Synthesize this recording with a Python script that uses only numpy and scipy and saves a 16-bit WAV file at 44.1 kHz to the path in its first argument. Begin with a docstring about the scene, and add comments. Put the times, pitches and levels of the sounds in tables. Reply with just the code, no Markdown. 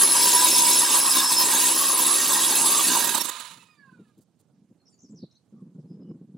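"""A rotary hammer drills a plastered wall outdoors, close by: about 66 blows a second thump the housing,
ring the long steel bit and crush grit. The trigger is let go, the bit knocks loosely, and fan and gears
coast down with a falling whine. Then wind buffets the microphone and a small bird twitters over a
faint outdoor rustle."""
import sys
import numpy as np
from scipy import signal
from scipy.fft import rfft, irfft, next_fast_len
from scipy.io import wavfile
from scipy.ndimage import uniform_filter1d

SR = 44100
rng = np.random.default_rng(int(sys.argv[2]) if len(sys.argv) > 2 else 0)


def transcribe(u):
    """Save the signal u as a 16-bit wav file named by the first command-line argument.

    u: samples, shape (n,) or (channels, n), limited to [-1, 1]; the rate is SR.
    q: integer samples, one column per channel.
    """
    v = np.clip(np.atleast_2d(u).T, -1, 1)
    q = np.round(v * 32767).astype(np.int16)
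    wavfile.write(sys.argv[1], SR, q)


N = 280917
T = np.arange(N) / SR
MID_ONLY = np.array([[1], [0]])  # pairs are mid and side until ears()
LET_GO_S = 2.957  # trigger released


def undb(db):
    """Decibels to gain."""
    return 10 ** (np.asarray(db) / 20)


def unit(x):
    """Scale to rms 1."""
    return x / np.sqrt(np.mean(x ** 2))


def curves(table):
    """A table's columns, interpolated over time."""
    s, *columns = np.transpose(table)
    return [np.interp(T, s, c) for c in columns]


def noise():
    """White noise for mid and side."""
    return rng.standard_normal((2, N))


def walk(rate_hz):
    """Smooth random drift of rms 1."""
    k = max(int(SR / rate_hz), 1)
    rough = uniform_filter1d(rng.standard_normal(N), k, mode="wrap")
    return unit(uniform_filter1d(rough, k // 2 + 1, mode="wrap"))


def colour(x, points):
    """Filter by a spectrum of (Hz, dB) points."""
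    size = next_fast_len(N + SR // 10)
    hz, db = np.transpose(points)
    gain = undb(np.interp(np.log(np.arange(size // 2 + 1) * SR / size + 1), np.log(hz), db))
    return irfft(rfft(x, size) * gain, size)[..., :N]


def ring(x, modes, wander_db=0):
    """Sum of (Hz, width Hz, dB) resonances, each drifting in level as the contact point moves."""
    return sum(undb(db + (wander_db * walk(22) if wander_db else 0))
               * signal.lfilter(*signal.iirpeak(hz, hz / width, fs=SR), x) for hz, width, db in modes)


def fade(x, decay_s):
    """Give each impulse an exponential tail."""
    return signal.lfilter([1], [1, -np.exp(-1 / (decay_s * SR))], x)


def sweep(x, hz, width_hz):
    """One resonance with a moving centre."""
    turn = np.exp(2j * np.pi * np.cumsum(hz) / SR)
    return np.real(fade(x / turn, 1 / (np.pi * width_hz)) * turn)


def steady(x, window_s=0.17):
    """Hold a pair's slow mid level at 1, keeping fast flutter."""
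    return x / np.sqrt(uniform_filter1d(x[0] ** 2, int(window_s * SR)) + 1e-12)


def swell(start_s, length_s):
    """One half-sine arch."""
    return np.sin(np.pi * np.clip((T - start_s) / length_s, 0, 1))


def bouts(table):
    """Arches from (start s, length s, height) rows."""
    return sum(height * swell(s, length) for s, length, height in table)


def bursts(table, power=1):
    """Gain arches from (start s, length s, dB) rows."""
    return sum(undb(db) * swell(s, length) ** power for s, length, db in table)


def ears(pair, pan_db=0):
    """Mid and side to left and right; positive pan leans left."""
    lean = undb(np.array([[1], [-1]]) * pan_db / 2)
    return np.array([pair[0] + pair[1], pair[0] - pair[1]]) * lean / lean.mean(axis=0)


def scatter(x, t60_s, wet_db):
    """Add a dense decaying tail of reflections."""
    t = T[:SR // 2]
    tail = rng.standard_normal(len(t)) * undb(-60 * t / t60_s)
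    return x + undb(wet_db) * signal.fftconvolve(x, tail[None] / np.linalg.norm(tail), axes=1)[:, :N]


def crumble(x, flutter_db):
    """Make each band flutter independently."""
    edges_hz = [30, 1500, 3000, 4600, 6000, 7500, 9500, 12000, 20000]
    size = next_fast_len(N)
    spectrum = rfft(x, size)
    band = np.searchsorted(edges_hz, np.arange(size // 2 + 1) * SR / size)
    return sum(irfft(spectrum * (band == k), size)[:, :N] * undb(flutter_db * walk(44))
               for k in range(1, len(edges_hz)))


def rattle(per_s, spread_db):
    """Loose steel parts clack at random, a few of them hard."""
    at, size = rng.random((int(per_s * T[-1]), 2)).T
    return unit(np.bincount((at * (N - 1)).astype(int), undb(spread_db * size ** 2), N))


# Background spectrum. Each row: frequency in Hz, gain in dB.
AIR_SPECTRUM = [(35, -36.5), (64, -22.5), (126, -1.5), (193, -4), (850, -22), (1980, -34), (3700, -34),
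                (8890, -36), (15800, -53)]

def air():
    """Faint outdoor rustle, widest in the treble."""
    rustle = unit(crumble(colour(noise(), AIR_SPECTRUM), flutter_db=2))
    mid, side = rustle * undb(-68.5 + 0.68 * walk(5))
    return ears([mid, colour(side, [(200, -12), (3000, -8.5), (7000, -1.5)])], pan_db=-7)


# Notes, near and far. Each row: start and length in seconds, start and end pitch in Hz, level in dB,
# rasp depth in Hz.
BIRD_NOTES = [(4.785, .06, 4250, 4150, -75, 40), (4.853, 0.047, 5530, 5220, -58.5, 261),
              (4.885, 0.034, 7080, 7740, -71, 199.5), (4.89, 0.044, 8500, 9260, -71, 200),
              (4.913, 0.048, 7300, 6600, -66, 150), (4.914, 0.047, 4700, 4540, -66, 69.8),
              (4.975, 0.087, 5840, 6500, -61, 454), (5.015, 0.062, 6470, 4840, -60, 220),
              (5.073, 0.034, 5400, 6050, -68, 407), (5.091, 0.042, 7960, 7050, -64, 330),
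              (5.144, 0.076, 6260, 4150, -59, 332), (5.19, 0.091, 4290, 3930, -59.5, 222),
              (5.296, 0.043, 3960, 4050, -64, 129.6), (5.309, 0.021, 5200, 5900, -64, 400),
              (5.339, 0.048, 3780, 4360, -63, 160), (5.34, .035, 6100, 5770, -71, 260),
              (5.549, .08, 1177, 1060, -69, 35), (5.87, 0.11, 5030, 5110, -74, 110),
              (6.001, .04, 5110, 5030, -72.5, 90), (6.014, 0.13, 2940, 2880, -79, 60),
              (6.082, 0.046, 5120, 5160, -74, 98)]

def bird(trill_hz=70):
    """Short raspy glides from both sides of the syrinx, reflected by house fronts."""
    song = np.zeros(N)
    for s, length, start_hz, end_hz, db, rasp_hz in BIRD_NOTES:
        u = np.linspace(0, 1, int(length * SR))
        rasp = unit(uniform_filter1d(rng.standard_normal(SR // 2), size=90))[:len(u)]
        trill = np.sin(2 * np.pi * trill_hz * length * u)
        hz = start_hz + (end_hz - start_hz) * u + rasp_hz * (0.94 * rasp + trill)
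        envelope = undb(db) * np.sin(np.pi * u) * (2 + trill) / 2.15
        song[int(s * SR):][:len(u)] += envelope * np.sin(2 * np.pi * np.cumsum(hz) / SR)
    return np.vstack([scatter(song[None] * unit(undb(2 * walk(150))), t60_s=0.18, wet_db=-2.5)
                      for ear in "LR"])


# Wind spectrum. Each row: frequency in Hz, gain in dB.
WIND_SPECTRUM = [(40, -37), (80, -31), (130, -1.5), (190, 4.5), (280, -4.5), (480, -18.5), (700, -35.5),
                 (1100, -39.5), (2000, -57), (9000, -85)]
# Gusts and single eddies. Each row: start in seconds, length in seconds, level in dB.
GUSTS = [(3.512, 0.12, -62), (3.79, 0.063, -71), (3.888, 0.21, -61), (4.532, .12, -63),
         (5.045, 0.198, -52.5), (5.538, 0.16, -49.5), (5.764, 0.46, -46.5), (6.29, 0.095, -48.5)]
EDDIES = [(3.972, 0.074, -46.5), (4.161, 0.055, -51), (4.693, 0.045, -51), (5.131, 0.019, -42),
          (5.218, 0.038, -35), (5.774, 0.034, -37), (5.842, 0.026, -45), (6.079, 0.042, -36),
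          (6.342, 0.018, -37.5)]

def wind(attack_s=0.02, release_s=0.044, breeze_from_s=3.76):
    """A light breeze on the right, low fluttering gusts, and eddies that pop on the microphone."""
    gust_gain = sum(undb(db) * np.interp(T, [s - attack_s, s, s + length, s + length + release_s],
                                         [0, 1, 1, 0]) for s, length, db in GUSTS)
    breeze_gain = undb(-73) * np.clip((T - breeze_from_s) / attack_s, 0, 1)
    flutter = steady(colour(noise(), WIND_SPECTRUM), window_s=0.046) * undb(4.2 * walk(62))
    swirl = colour(colour(noise(), WIND_SPECTRUM), [(200, 3.5), (750, 7.5), (1200, -5)])
    eddies = steady(swirl, window_s=0.0123) * bursts(EDDIES, power=2)
    gusts = ears((flutter * gust_gain + eddies) * [[1], [0.02]])
    breeze = ears(flutter * breeze_gain * [[1], [0.3]], pan_db=-11)
    return signal.sosfilt(signal.butter(3, 105, "high", fs=SR, output="sos"), gusts + breeze)


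# The tool shifting in the hole. Each row: start in seconds, length in seconds, level in dB.
SCRAPES = [(4.167, 0.036, -74), (4.205, 0.036, -68.5), (4.389, 0.033, -70.5)]

def scrapes():
    """The stopped bit grates in the dust."""
    return unit(colour(noise() * undb(3.2 * walk(515)), GRIT_SPECTRUM)) * bursts(SCRAPES)


# Fan and gear spectrum. Each row: frequency in Hz, gain in dB.
WHIRR_SPECTRUM = [(90, -36), (240, -9), (410, -7.5), (670, -10), (980, 3.5), (1500, -4), (2150, -6),
                  (3750, -4), (5300, -7.5), (5850, -14.5), (6800, -10), (11000, -13), (13000, -28.5),
                  (15800, -20.5)]

def whirr(rotor_hz, fall_from_s=3.294, fall_db_per_s2=202, stop_s=4.27):
    """The fan rushes and unloaded gears clatter in their play, dying to a faint whirr, then stopping."""
    rush = unit(scatter(colour(noise(), WHIRR_SPECTRUM), t60_s=0.044, wet_db=1.5))
    backlash = np.array([rattle(per_s=160, spread_db=16.5) for _ in range(2)])
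    gears = unit(ring(colour(backlash, WHIRR_SPECTRUM), STEEL_MODES))
    running = np.interp(T, [LET_GO_S, LET_GO_S + 0.17, stop_s - 0.15, stop_s], [0, 1, 1, 0])
    gain = undb(-37 - fall_db_per_s2 * np.maximum(T - fall_from_s, 0) ** 2) + undb(-79)
    piston = 1 + 0.086 * np.sin(2 * np.pi * np.cumsum(rotor_hz) / SR / 22)  # one puff per 22 turns
    return (1.01 * rush + 0.4 * gears) * piston * running * gain * undb(2 * walk(50))


# Motor run-down. Each row: time in seconds, rotation in Hz, whine level in dB.
RUN_DOWN = [(3.3, 711, -68), (3.58, 660, -65), (3.605, 656, -55), (3.7, 624, -59), (3.8, 574, -59),
            (3.9, 522.3, -60), (4.0, 468, -65), (4.08, 420, -74), (4.3, 317, -98)]
# Motor case resonances. Each row: centre in Hz, width in Hz, gain in dB.
MOTOR_CASE_MODES = [(1150, 510, -6.5), (1588, 350, 3), (2520, 450, -1), (3740, 400, -13), (4810, 700, -10)]
# Rotor harmonics, from the second up. 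Each entry: level in dB.
HARMONICS_DB = [-2.5, -0.5, -1.5, -6, -1, -14, 0, -8]

def coasting():
    """Over the whirr, the slowing rotor's harmonics slide down through the resonances of its case."""
    hz, whine_db = curves(RUN_DOWN)
    fan_and_gears = whirr(hz)
    phase = 2 * np.pi * np.cumsum(hz * (1 + 0.007 * walk(280))) / SR
    whine = np.zeros(N)
    for k, harmonic_db in enumerate(HARMONICS_DB, 2):
        case = sum(undb(db) / (1 + (2 * (k * hz - f) / width) ** 4) for f, width, db in MOTOR_CASE_MODES)
        slowing = (hz / hz[0]) ** (1.3 * (k >= 4))  # upper harmonics die first
        flutter = unit(undb(4.2 * walk(45) + 2.5 * walk(260)))
        whine += case * slowing * flutter * np.sin(k * phase) * undb(harmonic_db)
    whine *= undb(whine_db) * np.interp(T, [3.2, 3.4, 4.2, 4.35], [0, 1, 1, 0])
    return fan_and_gears + scatter(whine * MID_ONLY, t60_s=0.085, wet_db=-4)  # wall reflections


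# Jams. Each row: start in seconds, length in seconds, level in dB.
JAMS = [(2.31, 0.087, -43), (2.88, 0.076, -35), (2.995, 0.043, -47), (3.07, 0.071, -43.5)]
# Strained housing resonances. Each row: centre in Hz, width in Hz, gain in dB.
STRAIN_MODES = [(171.5, 21, -13.5), (238, 20, 8), (298, 27, -3), (363.6, 38, -8.5)]

def groans(hits):
    """The housing groans on the blows when the bit jams."""
    strain = ring(hits * MID_ONLY, STRAIN_MODES)
    strain = colour(strain, [(80, -22.5), (160, -4.5), (400, 3.5), (900, -15)])
    return steady(strain, window_s=0.04) * bursts(JAMS)


# Notes of the bit. Each row: start in seconds, length in seconds, pitch in Hz, level in dB.
BIT_NOTES = [(.19, .31, 985, -29.5), (.55, .23, 985, -30), (.13, .24, 935, -35), (.6, .12, 930, -34),
             (.16, .15, 5398, -29), (.33, .1, 5395, -28), (.5, .13, 5405, -29), (.68, .13, 5400, -27.5),
             (1.1, .13, 5400, -31), (1.22, .1, 5295, -30), (1.345, .1, 5265, -26), (3.195, .035, 5530, -32)]

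def singing(rebound):
    """The freely turning bit sings nearly pure notes that throb with the blows."""
    drift_hz = 6 * walk(40)
    throb = unit((1 + 0.5 * rebound) * undb(2 * walk(65)))
    notes = sum(undb(db) * np.sqrt(2 * swell(s, length))
                * np.exp(2j * np.pi * np.cumsum(hz + drift_hz) / SR) for s, length, hz, db in BIT_NOTES)
    return throb * np.array([notes.real, notes.imag])


# Lengthwise resonances of the bit. Each row: centre in Hz, width in Hz, gain in dB.
FIRST_MODES = [(5060, 21, 1.5), (5170, 60, -6.5), (5287, 36, 0), (5400, 62, 1)]
SECOND_MODES = [(10490, 40, -13), (10615, 45, -13), (10705, 16, 3), (10805, 80, -9.5), (10950, 40, -16)]
# Second ring's envelope. Each row: time in seconds, level in dB.
SECOND_LEVEL = [(0.0, -18.5), (0.11, -22), (0.76, -25.5), (0.79, -20), (0.9, -34.5), (0.93, -22),
                (1.26, -31), (2.16, -23.5), (2.2, -30), (2.76, -24.5), (2.79, -33), (2.87, -26),
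                (2.89, -38), (2.97, -28.5)]

def lengthwise_rings(impacts, rebound, build_s=0.46, choke_s=1.43):
    """Blows ring the bit lengthwise; the hole's side damps it, and its grip chokes the first ring."""
    first = ring(impacts(blow=0.47, grind=0.56), FIRST_MODES, wander_db=3.5)
    first = colour(first, [(2500, -28.5), (5000, -1.5), (5500, -6.5), (5800, -13.5)])
    second = ring(impacts(blow=0.5, grind=0.1), SECOND_MODES)
    second = colour(second, [(10100, -14), (10480, 1), (10950, 1.5), (11600, -13)]) * (1 + 0.5 * rebound)
    first_db = np.interp(T, [0, build_s, choke_s, choke_s + 0.0343], [-32, -30.5, -30.5, -37])
    first_db += 2 * walk(30) + 1.3 * walk(240)
    second_db = curves(SECOND_LEVEL)[0] + 1.8 * walk(90)
    return (steady(first, window_s=0.06) * undb(first_db)
            + steady(second, window_s=0.081) * undb(second_db))


# Free bending resonances. Each row: centre in Hz, width in Hz, gain in dB.
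BEND_MODES = [(960, 32, 0), (976.6, 19, 12)]
# Loaded bending note. Each row: time in seconds, pitch in Hz.
BEND_PITCH = [(.9, 1130), (1.15, 1057), (1.19, 999), (1.24, 1130), (1.29, 1010), (1.45, 1010), (1.56, 950),
              (1.64, 995), (1.7, 935), (1.79, 1130), (1.92, 1080), (2.01, 964), (2.13, 1150), (2.28, 1130),
              (2.35, 940), (2.42, 1070), (2.54, 920), (2.62, 920), (2.73, 1170), (2.8, 1145), (2.88, 950),
              (2.94, 1030), (2.98, 974), (3.09, 980), (3.17, 894), (3.3, 1170)]
# Push on the bit. Each row: time in seconds, load from 0 to 1.
LOAD = [(0, 0.68), (.3, 0.03), (.8, 0.25), (1.15, 0.88), (1.45, 0.6), (1.75, 0.88)]

def bending(impacts):
    """The bit bends; under load its note wanders and chatters as its contact with the hole shifts."""
    load = curves(LOAD)[0]
    flexing = impacts(blow=0.41, grind=0.4)
    note = unit(sweep(flexing, curves(BEND_PITCH)[0] + 18 * walk(130), width_hz=55))
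    chatter = unit(ring(impacts(blow=0.38, grind=0.3), [(1130, 380, 0)]))
    loaded = unit(note + undb(-3.5) * chatter)
    free = unit(ring(flexing, BEND_MODES, wander_db=2))
    bend = (1 - load) * free + load * loaded
    return colour(bend, [(200, -28), (850, 5.5), (1250, 4), (1500, -8.5), (3000, -24)])


# Housing resonances. Each row: centre in Hz, width in Hz, gain in dB.
HOUSING_MODES = [(185.7, 45, -5), (262.5, 44, 7), (330, 33, 10.5), (455, 24, -0.5), (534, 26, 3.5),
                 (596.5, 19, -3), (658.6, 20, -5)]

def housing_thump(impacts):
    """Blows buzz the housing, cleanly at first, more raggedly as the hole deepens."""
    clean = np.interp(T, [1.75, 2.1], [1.2, 0.7])
    thump = ring(impacts(blow=clean, grind=0.8), HOUSING_MODES)
    return colour(thump, [(50, -14.5), (100, -15), (160, 2), (650, -2.5), (1300, -21.5), (4000, -37)])


# Clack spectrum. Each row: frequency in Hz, gain in dB.
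CLACK_SPECTRUM = [(300, -21), (680, -0.5), (1200, -1), (1420, -12.5), (1750, -5), (2200, -8.5),
                  (4000, -4.5), (11000, -12.5)]

def striker_clack(hits, bounce_s=0.00505):
    """The striker lands hard in the gear case and bounces once."""
    landings = (hits + 0.56 * np.roll(hits, int(bounce_s * SR))) * undb(1.5 * walk(59))
    strikes = np.vstack([scatter(landings[None], t60_s=0.026, wet_db=14) for _ in range(2)])
    return steady(colour(strikes, CLACK_SPECTRUM))


# Chuck and gear case resonances. Each row: centre in Hz, width in Hz, gain in dB.
STEEL_MODES = [(1645, 90, -2), (1862, 45, -1), (2280, 50, -5), (2600, 80, -6), (2890, 40, -1.5),
               (3140, 70, -2.5), (3375, 50, -2.5), (3610, 60, 3), (3817, 45, 2), (3980, 50, -3),
               (4210, 55, -2), (4406, 45, -3.5), (4520, 50, -1.5), (4635, 45, -3.5), (6142, 55, 1),
               (6375, 55, 1), (6612, 55, 3), (7445, 60, -.5), (8037, 60, .5), (8748, 45, 1.5),
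               (10024, 50, 4)]

def steel_ring(impacts):
    """Impacts and loose parts ring the chuck and gear case."""
    drive = impacts(blow=0.12, grind=1.2)
    loose = np.array([rattle(per_s=420, spread_db=8) for _ in range(2)])
    return unit(ring(drive + 0.76 * loose, STEEL_MODES, wander_db=4.5))


def chips(per_s, spread_db):
    """Stone grains crack under the tip: brief pings of random pitch and size."""
    out = np.zeros(N)
    for at, pitch, size, length in rng.random((int(per_s * T[-1]), 4)):
        u = np.linspace(0, 1, int(SR * (0.0018 + 0.0081 * length)))
        ping = np.sqrt(u) * (1 - u) ** 2 * np.sin(2 * np.pi * (2400 + 7200 * pitch) * T[:len(u)])
        start = int(at * (N - len(u)))
        out[start:start + len(u)] += ping * undb(spread_db * size ** 2)
    return unit(out)


# Crushing spectrum. Each row: frequency in Hz, gain in dB.
GRIT_SPECTRUM = [(150, -36.5), (400, -3), (750, -8.5), (1150, -4), (1420, -15), (1750, -11), (2200, -15.5),
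                 (3700, -4), (4700, -0.5), (5350, -1.5), (5880, -7), (6300, 0), (8600, 2.5), (9300, -2),
                 (10100, 2.5), (11400, -5.5), (12200, 2), (13200, -9.5), (14300, -5), (15100, -7),
                 (15800, -9.5)]

def crushing(impacts):
    """The tip crushes grit; the bands flutter as chips of changing size break off."""
    grinding = colour(impacts(blow=0, grind=2.2), GRIT_SPECTRUM)
    return unit(crumble(scatter(grinding, t60_s=0.046, wet_db=4), flutter_db=3))


# Hammer rate. Each row: time in seconds, blows per second.
BLOW_RATE = [(0, 66.7), (.3, 65.9), (1.85, 65.7), (2.0, 66.8), (2.28, 66.6), (2.32, 72.5), (2.39, 66.6),
             (2.46, 68.4), (2.53, 66.2), (2.87, 66.1), (2.91, 61), (2.96, 56), (3.01, 60.5), (3.12, 55.5),
             (3.34, 51)]

def blows(jitter_s=0.00013):
    """One impulse per piston stroke; the rate races as the bit slips, sags on binding or release."""
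    hz = curves(BLOW_RATE)[0] * (1 + 0.0023 * walk(3))
    turns = np.cumsum(hz) / SR
    strokes = np.arange(int(turns[-1]))
    at_s = np.interp(strokes, turns, T) + jitter_s * rng.standard_normal(len(strokes))
    return np.bincount(np.clip(at_s * SR, 0, N - 1).astype(int), minlength=N).astype(float)


# Bite of the bit. Each row: time in seconds, level in dB.
BITE = [(0.0, -26.5), (0.07, -27), (0.15, -27.5), (0.28, -23), (0.3, -25.5), (0.42, -24), (0.98, -25.5),
        (1.03, -28.5), (1.17, -26), (1.27, -27.5), (1.69, -24.5), (1.73, -28), (2.97, -25.5)]
# Catches on hard stone (+) and slips (-). Each row: start and length in seconds, thump change in dB.
CATCHES = [(0, 0.046, 6), (.83, 0.069, -6), (.9, 0.031, 3), (1.14, 0.079, 3.5), (1.255, 0.064, -8),
           (1.84, 0.18, -3.5)]
# Whipping of the bit. Each row: start and length in seconds, bending rise in dB.
WHIPS = [(1.38, 0.16, 1.9), (1.97, 0.1, 6), (2.69, .16, 2.9), (2.91, 0.12, 9.6)]
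# Loose knocks of the bit in its hole. Each row: start in seconds, level in dB.
KNOCKS = [(3.038, -26), (3.069, -29.5), (3.087, -30), (3.115, -34.5), (3.144, -22.5), (3.172, -26.5),
          (3.205, -26), (3.244, -32), (3.286, -33), (3.395, -40)]

def hammer(easing_db_per_s=47.5, last_blow_s=3.34, stopping_s=0.066):
    """Blows and rebounds drive housing, steel and grit; on release they ease off and the bit knocks."""
    hits = blows()
    rebound = unit(fade(fade(hits, decay_s=0.0042), decay_s=0.0069))  # swells and dies after each blow

    def impacts(blow, grind):
        """The blow, the small impacts after it and the steady grinding of the turning bit."""
        return unit(noise() * (rebound + grind) * undb(1.1 * walk(780))) + blow * unit(hits) * MID_ONLY

    bite_db, catch_db = curves(BITE)[0], bouts(CATCHES)
    tip_db = bite_db + 0.45 * catch_db
    crunch, steel = crushing(impacts), steel_ring(impacts)
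    cracks = np.array([chips(per_s=490, spread_db=10.5) for _ in range(2)])
    grit = steady(undb(3) * crunch + undb(0.43) * steel + undb(-8.5) * cracks)
    grit *= undb(tip_db + 3 + 0.35 * walk(30))
    thump, bend = housing_thump(impacts), bending(impacts)
    body = steady(thump) * undb(bite_db - 13 + catch_db + 1.4 * walk(23))
    body += steady(bend) * undb(-34.5 + bouts(WHIPS) + 3.2 * walk(27))
    rings = lengthwise_rings(impacts, rebound)
    clack = striker_clack(hits) * undb(tip_db - 7)
    working = np.clip((last_blow_s - T) / stopping_s, 0, 1)
    working *= undb(-easing_db_per_s * np.maximum(T - LET_GO_S, 0))
    knock_gain = sum(undb(db) * swell(s, length_s=0.018) for s, db in KNOCKS)
    knocks = knock_gain * unit(crunch + 0.41 * steel + 0.5 * unit(bend) + 0.25 * unit(thump))
    return working * (grit + clack + rings + body) + knocks + groans(hits) + singing(rebound)


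# Drill width. Each row: frequency in Hz, side gain in dB.
DRILL_WIDTH = [(100, -9.5), (300, -7.5), (1000, -10.5), (2800, -18), (5400, -20.5), (6500, -2), (10700, -4),
               (13000, -1.5)]
# Left-right balance of the drill sound: the left side falls away as the drill stops.
# Each row: time in seconds, left minus right in dB.
DRILL_BALANCE = [(0, -0.5), (1.5, -1.1), (2.85, -2.5), (3.2, -9), (3.4, -13.5), (3.8, -10), (4.05, -9),
                 (4.4, -4)]

def scene():
    """The drill at the wall, then wind and bird, over quiet air."""
    mid, side = colour(hammer() + coasting() + scrapes(), [(30, -9.5), (90, -1), (15000, 1)])
    drill = ears([mid, colour(side, DRILL_WIDTH)], curves(DRILL_BALANCE)[0])
    return drill + wind() + bird() + air()


def record(dry):
    """Round the rare tall peaks and cut the top."""
    ceiling, top_hz = 0.85, 15800
    lowpass = signal.ellip(12, 0.1, 80, top_hz, fs=SR, output="sos")
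    return signal.sosfilt(lowpass, ceiling * np.tanh(dry / ceiling))


dry = scene()
out = record(dry)
transcribe(out)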